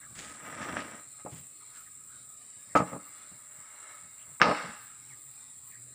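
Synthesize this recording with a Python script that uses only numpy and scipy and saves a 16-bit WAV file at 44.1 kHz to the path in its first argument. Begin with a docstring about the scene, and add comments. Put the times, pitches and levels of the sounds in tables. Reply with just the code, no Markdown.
"""Outdoors, over steady insect noise, a low rumble and far calls, a long sawn plank is dragged off a sawdust heap:
slip grains excite rasp, judder and plank modes; shaped noise makes crunches and thuds.
Its far end lands on a stack and it slides along: struck modes, quick bounces, then finer slip grains.
Let go, it slaps down flat and clatters to rest; decaying noise is the bank's echo of the timber.
A look-ahead limiter ducks the peaks."""
import sys
import numpy as np
from scipy import signal
from scipy.fft import rfft, irfft, next_fast_len
from scipy.io import wavfile
from scipy.ndimage import uniform_filter1d, minimum_filter1d, map_coordinates

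SR = 44100
rng = np.random.default_rng(int(sys.argv[2]) if len(sys.argv) > 2 else 0)


def dump(signal):
    """Clip the signal to [-1, 1] and save it as 16-bit WAV at the path in sys.argv[1]."""
    limited = np.clip(np.atleast_2d(signal).T, -1, 1)
    pcm = np.round(limited * 32767).astype(np.int16)
    wavfile.write(sys.argv[1], SR, pcm)


N = 261954


def amp(db):
    """Decibels to gain."""
    return 10 ** (np.asarray(db) / 20)


def unit(x):
    """Scale x to rms 1."""
    return x / np.sqrt(np.mean(x ** 2) + 1e-20)


def along(points, hz):
    """Interpolate (hz, value) points on a log frequency axis."""
    point_hz, value = np.transpose(points)
    return np.interp(np.log(hz + 1), np.log(point_hz + 1), value)


def pulled(rows):
    """Gain per sample from (time_s, level_db) rows, -120 dB outside them."""
    time_s, level_db = np.transpose(rows)
    return amp(np.interp(np.arange(N) / SR, time_s, level_db, left=-120, right=-120))


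def steady(rows):
    """Gain per sample from (time_s, level_db) rows, held at both ends."""
    return amp(np.interp(np.arange(N) / SR, *np.transpose(rows)))


def wobble(knots_per_s):
    """Smooth random curve."""
    knots = rng.standard_normal(int(N * knots_per_s / SR) + 4)
    return map_coordinates(knots, [np.arange(N) * knots_per_s / SR], mode="nearest")


def swells(rows, rise):
    """Envelope of (start_s, level_db, length_s) pushes; a longer push rises more slowly."""
    t = np.arange(N) / SR
    envelope = np.zeros(N)
    for start_s, level_db, length_s in rows:
        age = np.maximum(t - start_s, 0) / length_s
        envelope += amp(level_db) * (1 - np.exp(-age / rise)) * np.exp(-age ** 2)
    return envelope


def humps(rows):
    """Envelope of bell-shaped (middle_s, level_db, half_width_s) swells."""
    t = np.arange(N) / SR
    return sum(amp(db) * np.exp(-((t - middle_s) / half_width_s) ** 2) for middle_s, db, half_width_s in rows)


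def colour(x, gain):
    """Filter x causally (minimum phase) with the given gain of frequency."""
    size = 2 * next_fast_len(len(x) // 2 + 4096)
    log_gain = np.log(np.maximum(gain(np.fft.rfftfreq(size, 1 / SR)), 1e-6))
    cepstrum = irfft(log_gain)
    # fold the cepstrum onto positive time
    cepstrum[1:size // 2] *= 2
    cepstrum[size // 2 + 1:] = 0
    return irfft(rfft(x, size) * np.exp(rfft(cepstrum)))[:len(x)]


def shaped(x, spectrum):
    """Filter x by (hz, level_db) points, then scale to rms 1."""
    return unit(colour(x, lambda hz: amp(along(spectrum, hz))))


def patchy(x, depth_db):
    """Let slow, narrow patches of gain drift over x."""
    z = signal.stft(x, nperseg=1024)[2]
    field = uniform_filter1d(rng.standard_normal(z.shape), size=4, axis=0)
    field = uniform_filter1d(field, size=12, axis=1)
    return unit(signal.istft(z * amp(depth_db * unit(field)), nperseg=1024)[1][:N])


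def grains(per_s, spread_db):
    """Tiny random impulses of uneven size and either sign."""
    hits = rng.random(N) < per_s / SR
    return unit(hits * rng.choice([-1, 1], N) * amp(spread_db * rng.standard_normal(N)))


def dying(t60s, size):
    """Noise in which each frequency decays by its own (hz, t60_s)."""
    hz, t, z = signal.stft(rng.standard_normal(size), SR, nperseg=256)
    decay = amp(-60 * t / along(t60s, hz)[:, None])
    return signal.istft(z * decay, SR, nperseg=256)[1][:size]


def ring(modes, strengths, t):
    """Sum damped sines of (hz, level_db, t60_s) modes."""
    hz, level_db, t60_s = np.transpose(modes)[:, :, None]
    return strengths @ (amp(level_db - 60 * t / t60_s) * np.sin(2 * np.pi * hz * t))


def add(track, start_s, sound):
    """Mix a sound into the track at start_s."""
    part = track[max(round(start_s * SR), 0):][:len(sound)]
    part += sound[:len(part)]


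def outdoors(air_db=-65, hum_db=0, drone_hz=127, hiss_db=-75):
    """Noise bands for open air and a low rumble, a sine drone with wavering pitch, white hiss."""
    # open air noise: hz, level_db (per Hz)
    air_band = [(150, -15), (250, -8.5), (400, -9), (950, -11.5), (1250, -6.5), (1500, -10.5), (1950, -6.5),
                (2500, -9), (3100, -16), (3900, -5.5), (4600, -12), (5400, -12), (6400, -23.5), (9000, -37),
                (14000, -57)]
    # far, low rumble: time_s, level_db
    hum_level = [(0, -68), (2.1, -71.5), (3.7, -72.5), (5.94, -71)]
    # rumble spectrum: hz, level_db (per Hz)
    hum_band = [(20, -45), (45, -19), (80, -5), (128, 4), (175, -8.5), (260, -6), (500, -33.5), (1500, -62)]
    # far drone coming and going: middle_s, level_db, half_width_s
    drone_swells = [(5.11, -63.5, 0.056), (5.29, -64, 0.046), (5.88, -60.5, 0.13)]
    air = amp(air_db + 2.0 * wobble(7.8)) * patchy(shaped(rng.standard_normal(N), air_band), depth_db=3.5)
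    hum = steady(hum_level) * amp(hum_db + 2.5 * wobble(3.1)) * shaped(rng.standard_normal(N), hum_band)
    tone = np.sin(2 * np.pi * np.cumsum(drone_hz * (1 + 0.044 * wobble(31))) / SR)
    drone = humps(drone_swells) * unit(tone)
    return air + hum + drone + amp(hiss_db) * rng.standard_normal(N)


def stridulation(band, pulse_hz, depth, drift):
    """Insect noise in one band, pulsing at a nearly steady rate."""
    phase = 2 * np.pi * np.cumsum(pulse_hz * (1 + drift * wobble(7.7))) / SR
    return shaped(rng.standard_normal(N) * np.exp(depth * np.cos(phase)), band)


def insects(chorus_db=-50.5, buzz_db=-65.5, lisp_db=-66.0, throb_db=0.9, flutter_db=0.72, lisp_flicker_db=2.2):
    """Pulsed noise: a throbbing shrill chorus, a buzz above it; unpulsed, flickering lisp at the top."""
    # insect spectra: hz, level_db (per Hz)
    chorus_band = [(6300, -59.5), (6800, -23.5), (7050, -9), (7400, 2), (7780, 0), (7980, -2.5),
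                   (8600, -6.5), (8850, 0), (9150, -30.5), (9600, -55), (11000, -52.5)]
    buzz_band = [(7500, -69.5), (8900, -17.5), (9400, 6), (9850, 6), (10500, 5), (11000, -6.5),
                 (11700, -18), (13000, -29.5), (15000, -71)]
    lisp_band = [(11000, -71), (13200, -29.5), (14000, -11.5), (14400, 3.5), (14900, 13.5), (15600, -1),
                 (17000, -3.5)]
    # swells of the lisp: middle_s, level_db, half_width_s
    lisp_swells = [(1.38, -65.5, .06), (1.81, -64, .045), (3.08, -66.5, .04), (4.83, -66, 0.037),
                   (5.28, -67.5, .07), (5.69, -61.5, 0.048)]
    throb = throb_db * np.sin(2 * np.pi * 24 * np.arange(N) / SR + wobble(2.8))
    throb += flutter_db * wobble(30)
    shrill = stridulation(chorus_band, pulse_hz=95, depth=.15, drift=.03)
    buzz = stridulation(buzz_band, pulse_hz=109, depth=.33, drift=.004)
    lisp_gain = amp(lisp_db + lisp_flicker_db * wobble(16)) + humps(lisp_swells)
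    lisp = lisp_gain * shaped(rng.standard_normal(N), lisp_band)
    return amp(chorus_db + throb) * shrill + amp(buzz_db) * buzz + lisp


def birds(blur=0.11):
    """Short far calls: gliding sines, their pitch blurred by the brush in between."""
    # calls: start_s, pitch_hz, glide_oct, level_db, length_s
    calls = [(0.0, 1910, -0.32, -60.5, .08), (1.597, 1480, -0.69, -67, 0.056),
             (1.718, 1600, -.3, -64.5, 0.13), (1.853, 1770, 0, -64, 0.041), (2.08, 1400, -.1, -66.5, 0.12),
             (2.681, 2080, -0.28, -64, 0.083), (4.17, 2700, 0, -65.5, .09),
             (5.085, 2390, -0.51, -61.5, 0.075), (5.696, 2037, -0.2, -62, 0.097)]
    out = np.zeros(N)
    for start_s, pitch_hz, glide_oct, level_db, length_s in calls:
        u = np.linspace(0, 1, int(length_s * SR))
        jitter = np.interp(u, np.linspace(0, 1, num=40), rng.standard_normal(size=40))
        pitch = pitch_hz * 2 ** (glide_oct * u) * (1 + blur * jitter)
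        tone = np.sin(2 * np.pi * np.cumsum(pitch) / SR)
        add(out, start_s, 2 * amp(level_db) * np.sin(np.pi * u) * tone)
    return out


def bank(x, build_up_s=0.01):
    """Scattered echoes from slope and brush: convolution with noise that swells briefly, then fades."""
    # echo spectrum: hz, level_db
    echo_band = [(60, -22), (300, -2), (800, -13.5), (1300, -13.5), (2000, -15.5), (3200, -14), (4500, -4),
                 (6500, -18), (12000, -11)]
    # echo decay: hz, t60_s
    echo_t60 = [(150, 0.3), (700, 0.55), (1300, 0.95), (4000, 0.97), (10000, 0.19)]
    tail = dying(echo_t60, SR) * (1 - np.exp(-np.arange(SR) / SR / build_up_s))
    tail = colour(tail / np.linalg.norm(tail), lambda hz: amp(along(echo_band, hz)))
    return signal.fftconvolve(x, tail)[:N]


def heap():
    """Sawdust and splinters crushed (grains) over dull thuds of feet and timber (low noise)."""
    # crunches: start_s, level_db, length_s
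    crunches = [(0.150, -47, 0.027), (0.176, -43, 0.048), (0.222, -50, 0.13), (0.6, -50, 0.06),
                (0.802, -51, 0.018), (1.29, -54, 0.12), (1.73, -54.5, 0.078), (2.752, -39, 0.04)]
    # crunch spectrum: hz, level_db (per Hz)
    sawdust_band = [(300, 2.5), (1000, -7.5), (1800, 6.5), (3300, 2), (4300, -1), (5000, 1), (6000, -5.5),
                    (6800, 4.5), (9000, -4), (13000, -28)]
    # thuds: start_s, level_db, length_s
    thuds = [(0.09, -59, 0.11), (0.165, -63, 0.029), (1.321, -45.5, 0.046), (1.365, -57, 0.085),
             (1.85, -67, 0.061), (2.56, -61.5, 0.036), (2.66, -62.5, 0.14), (2.753, -28, 0.022),
             (3.31, -55, 0.045), (3.58, -60, 0.045), (4.02, -63.5, 0.081), (4.275, -57.5, 0.059)]
    # thud spectrum: hz, level_db (per Hz)
    heap_band = [(30, -36.5), (50, -26.5), (75, -5.5), (125, 2.5), (220, -8.5), (400, -18.5), (1000, -21.5),
                 (3000, -45)]
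    crunch = swells(crunches, rise=.2) * shaped(grains(per_s=1500, spread_db=4), sawdust_band)
    thud = swells(thuds, rise=.08) * shaped(rng.standard_normal(N), heap_band)
    return crunch + thud


def plank_ring(t, scatter_db=3.5):
    """Plank struck at a new spot: each bending mode gets a random strength and sign."""
    # plank bending modes: hz, level_db, t60_s
    plank_modes = [(93.7, -17, 0.091), (134.6, -3.5, 0.099), (181, -2.5, 0.18), (229.6, -4.5, 0.18),
                   (299.3, -2, 0.16), (423, -7, 0.12), (481.8, -2, 0.15), (523, -9, 0.17),
                   (567, -4.5, 0.11), (607.6, -0.5, 0.12), (641, -6, 0.15), (707, -2.5, 0.087),
                   (832, -6.5, 0.23), (940, -13.5, 0.071), (1114, -10, 0.24), (1198, -1.5, 0.1),
                   (1276, -1.5, 0.083), (1335, -13, 0.017), (1617, -14.5, 0.13), (1707, -5.5, 0.25),
                   (2082, -10.5, 0.26), (2190, -5, 0.12), (2290, -8.5, 0.095), (2775, -10, 0.27)]
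    count = len(plank_modes)
    strengths = rng.choice([-1, 1], count) * amp(scatter_db * rng.standard_normal(count))
    return unit(ring(plank_modes, strengths, t))


def rubbed(per_s, spread_db, ring_db):
    """Saw marks catch and slip: the grains make a rasp and set the plank ringing."""
    # rough wood rubbed: hz, level_db (per Hz)
    rasp_band = [(260, -47), (450, -3.5), (620, -10), (950, 2), (1400, 2.5), (1600, 5), (2000, 4.5),
                 (2400, -4.5), (3500, -8.5), (4600, -18), (5800, -10.5), (6600, -24), (12000, -52)]
    slips = grains(per_s, spread_db)
    ringing = unit(signal.fftconvolve(slips, plank_ring(np.arange(SR // 4) / SR, scatter_db=3.0))[:N])
    # light slips barely move the low modes
    ringing = unit(colour(ringing, lambda hz: hz ** 2 / (hz ** 2 + 600 ** 2)))
    return unit(shaped(slips, rasp_band) + amp(ring_db) * ringing)


def rattles():
    """Loose boards chatter against each other in quick, uneven taps."""
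    # rattles: start_s, level_db, length_s
    chatter = [(0.01, -58, .045), (0.603, -40, 0.054), (1.187, -55.5, 0.03), (2.855, -48, 0.077),
               (4.402, -37, 0.019), (4.53, -40.5, 0.15), (4.64, -56.5, 0.17)]
    return swells(chatter, rise=.15) * rubbed(per_s=2500, spread_db=2, ring_db=-4)


def scrapes(drag_db=-3, judder_db=-2, slide_db=-2, uneven_db=0.6, judder_db_per_drag_db=1.27):
    """Slip grains: plank dragged over rough timber, juddering when pulled hard, then slid along the stack."""
    # force of the drag: time_s, level_db
    drag_force = [(0.1, -76), (0.192, -52.5), (0.414, -52.5), (0.46, -45.5), (0.784, -38.5), (0.86, -46.5),
                  (0.948, -47.5), (1.12, -73.5)]
    # force of the slide: time_s, level_db
    slide_force = [(3.0, -60), (3.434, -63.5), (3.914, -53), (4.124, -65), (4.37, -63.5)]
    # judder spectrum: hz, level_db (per Hz)
    judder_band = [(40, -45), (80, -3), (130, -5), (200, -0.5), (290, 3), (390, -10), (600, -4.5),
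                   (900, -11), (2000, -62.5)]
    pull = pulled(drag_force)
    judder = pull.max() * (pull / pull.max()) ** judder_db_per_drag_db
    drag = amp(drag_db) * pull * rubbed(per_s=1400, spread_db=3.5, ring_db=-6)
    drag += amp(judder_db) * judder * shaped(grains(per_s=700, spread_db=4.0), judder_band)
    glide = amp(slide_db) * pulled(slide_force) * rubbed(per_s=8900, spread_db=2.5, ring_db=-0.5)
    return (drag + glide) * amp(uneven_db * wobble(45))


def bounces(gap_ratio=0.96, soften_oct_per_db=0.0862, heavier_db_per_db=1.13, slap_db=3.5, scatter_db=1):
    """The springy plank rebounds ever sooner, weaker, duller and bassier; rows as the blows in knocks()."""
    # bounce runs: start_s, length_s, nominal gap_s, first_db, loss_db (a bounce), hardness_hz, bass_db
    runs = [(2.767, .052, .013, -32, 1.4, 1400, 8), (2.929, .015, .015, -38.5, 5.5, 1380, 8),
            (4.428, 0.072, .0122, -20.5, 1.7, 1750, -9.5), (4.547, .105, .0265, -37.5, 4.5, 2100, -21)]
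    rows = []
    for start_s, length_s, gap_s, first_db, loss_db, hardness_hz, bass_db in runs:
        flights = gap_ratio ** np.arange(max(round(length_s / gap_s), 1))
        times_s = start_s + length_s * np.append(0, np.cumsum(flights)) / flights.sum()
        for k, time_s in enumerate(times_s):
            lost_db = k * loss_db
            level_db = first_db - lost_db + scatter_db * rng.standard_normal()
            softened_hz = hardness_hz * 2 ** (-soften_oct_per_db * lost_db)
            rows.append((time_s, level_db, softened_hz, bass_db + heavier_db_per_db * lost_db, slap_db))
    return rows


def knocks(stack_db=3, steepness=3.25, splinter_db=-25, bass_hz=380):
    """Each contact rings plank and stack; a soft contact is dull, a flat one slaps."""
    # single blows: start_s, ring_db, contact hardness_hz, bass_db, face slap_db (re ring)
    blows = [(0.7686, -42.5, 3600, -12, 22), (0.803, -46, 4500, -31, 7), (1.2495, -49.5, 497, -16, 34.5),
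             (1.2609, -40, 900, -2, 14), (2.752, -22.5, 1380, 1, 12), (2.7571, -22, 1420, -6.5, -8.5),
             (2.802, -27.5, 1250, 7, -4), (2.916, -47, 700, 5, 4), (2.963, -43, 1010, 11, 24),
             (4.400, -38, 1800, -6, 4), (4.409, -25, 1200, -5, 0), (4.4163, -15, 7040, -17.5, 23.5),
             (4.4217, -19.5, 1720, -9, 22.5), (4.511, -29.5, 1110, -12.5, 13), (4.641, -43.5, 900, 12, 0),
             (4.687, -47, 700, 17, 0)]
    # face meeting face: hz, level_db, t60_s
    slap_modes = [(413, -36.5, .012), (1680, -0.5, 0.0095), (2640, -7, 0.0065), (5305, -16, 0.015)]
    # crowded modes of the stack: hz, level_db (per Hz)
    stack_band = [(30, -45.5), (60, -13), (110, -10), (280, 1), (375, -13), (500, -1), (900, 1.5),
                  (1600, -2), (2400, 3), (3400, -9), (5200, -8.5), (7000, -25), (14000, -37)]
    # stack decay: hz, t60_s
    stack_t60 = [(100, 0.12), (600, 0.11), (2000, 0.1), (8000, 0.17)]
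    out, t = np.zeros(N), np.arange(SR // 3) / SR
    slap = ring(slap_modes, np.ones(len(slap_modes)), t)
    for start_s, ring_db, hardness_hz, bass_db, slap_db in blows + bounces():
        contact = lambda hz: 1 / np.sqrt(1 + (hz / hardness_hz) ** (2 * steepness))
        # firm contacts snap fibres, which adds treble
        splinters = amp(splinter_db) * min(hardness_hz / 1500, 1)
        weight = lambda hz: amp(bass_db / (1 + (hz / bass_hz) ** 2))
        wood = plank_ring(t) + amp(stack_db) * shaped(dying(stack_t60, len(t)), stack_band)
        wood = colour(wood, lambda hz: (contact(hz) + splinters) * weight(hz))
        wood /= np.std(wood[:SR // 50])  # level set over the first 20 ms
        clap = colour(slap, lambda hz: contact(hz) ** 2)  # softness dulls the slap most
        add(out, start_s, amp(ring_db) * (wood + amp(slap_db) * clap))
    return out


def scene(echo_db=-11, lowest_hz=85):
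    """Timber, rattles and calls with their echo, over heap, insects and open air."""
    # air slips round a narrow plank, so it radiates little deep bass
    timber = colour(knocks(), lambda hz: hz ** 3 / np.sqrt(hz ** 6 + lowest_hz ** 6) + .01)
    near = timber + scrapes() + rattles() + birds()
    return (near + amp(echo_db) * bank(near) + heap() + insects() + outdoors())[None]


def record(dry, ceiling_db=-1, release_db_per_s=150, top_hz=15520):
    """Microphone port resonance, then a look-ahead limiter ducking peaks, then the band limit."""
    # microphone port resonance: centre_hz, width_hz, level_db
    port_hz, width_hz, port_db = (1266, 100, 8.5)
    x = colour(dry[0], lambda hz: 1 + (amp(port_db) - 1) / (1 + (2 * (hz - port_hz) / width_hz) ** 2))
    over_db = np.maximum(20 * np.log10(np.abs(x) + 1e-9) - ceiling_db, 0)
    recovery_db = release_db_per_s * np.arange(N) / SR
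    duck_db = recovery_db - np.maximum.accumulate(over_db + recovery_db)
    # centred windows start each duck ahead of its peak
    duck_db = uniform_filter1d(minimum_filter1d(duck_db, size=700), size=700)
    size = next_fast_len(N + SR // 2)
    passed = np.fft.rfftfreq(size, 1 / SR) < top_hz
    return irfft(rfft(x * amp(duck_db), size) * passed, size)[None, :N]


dry = scene()
out = record(dry)
dump(out)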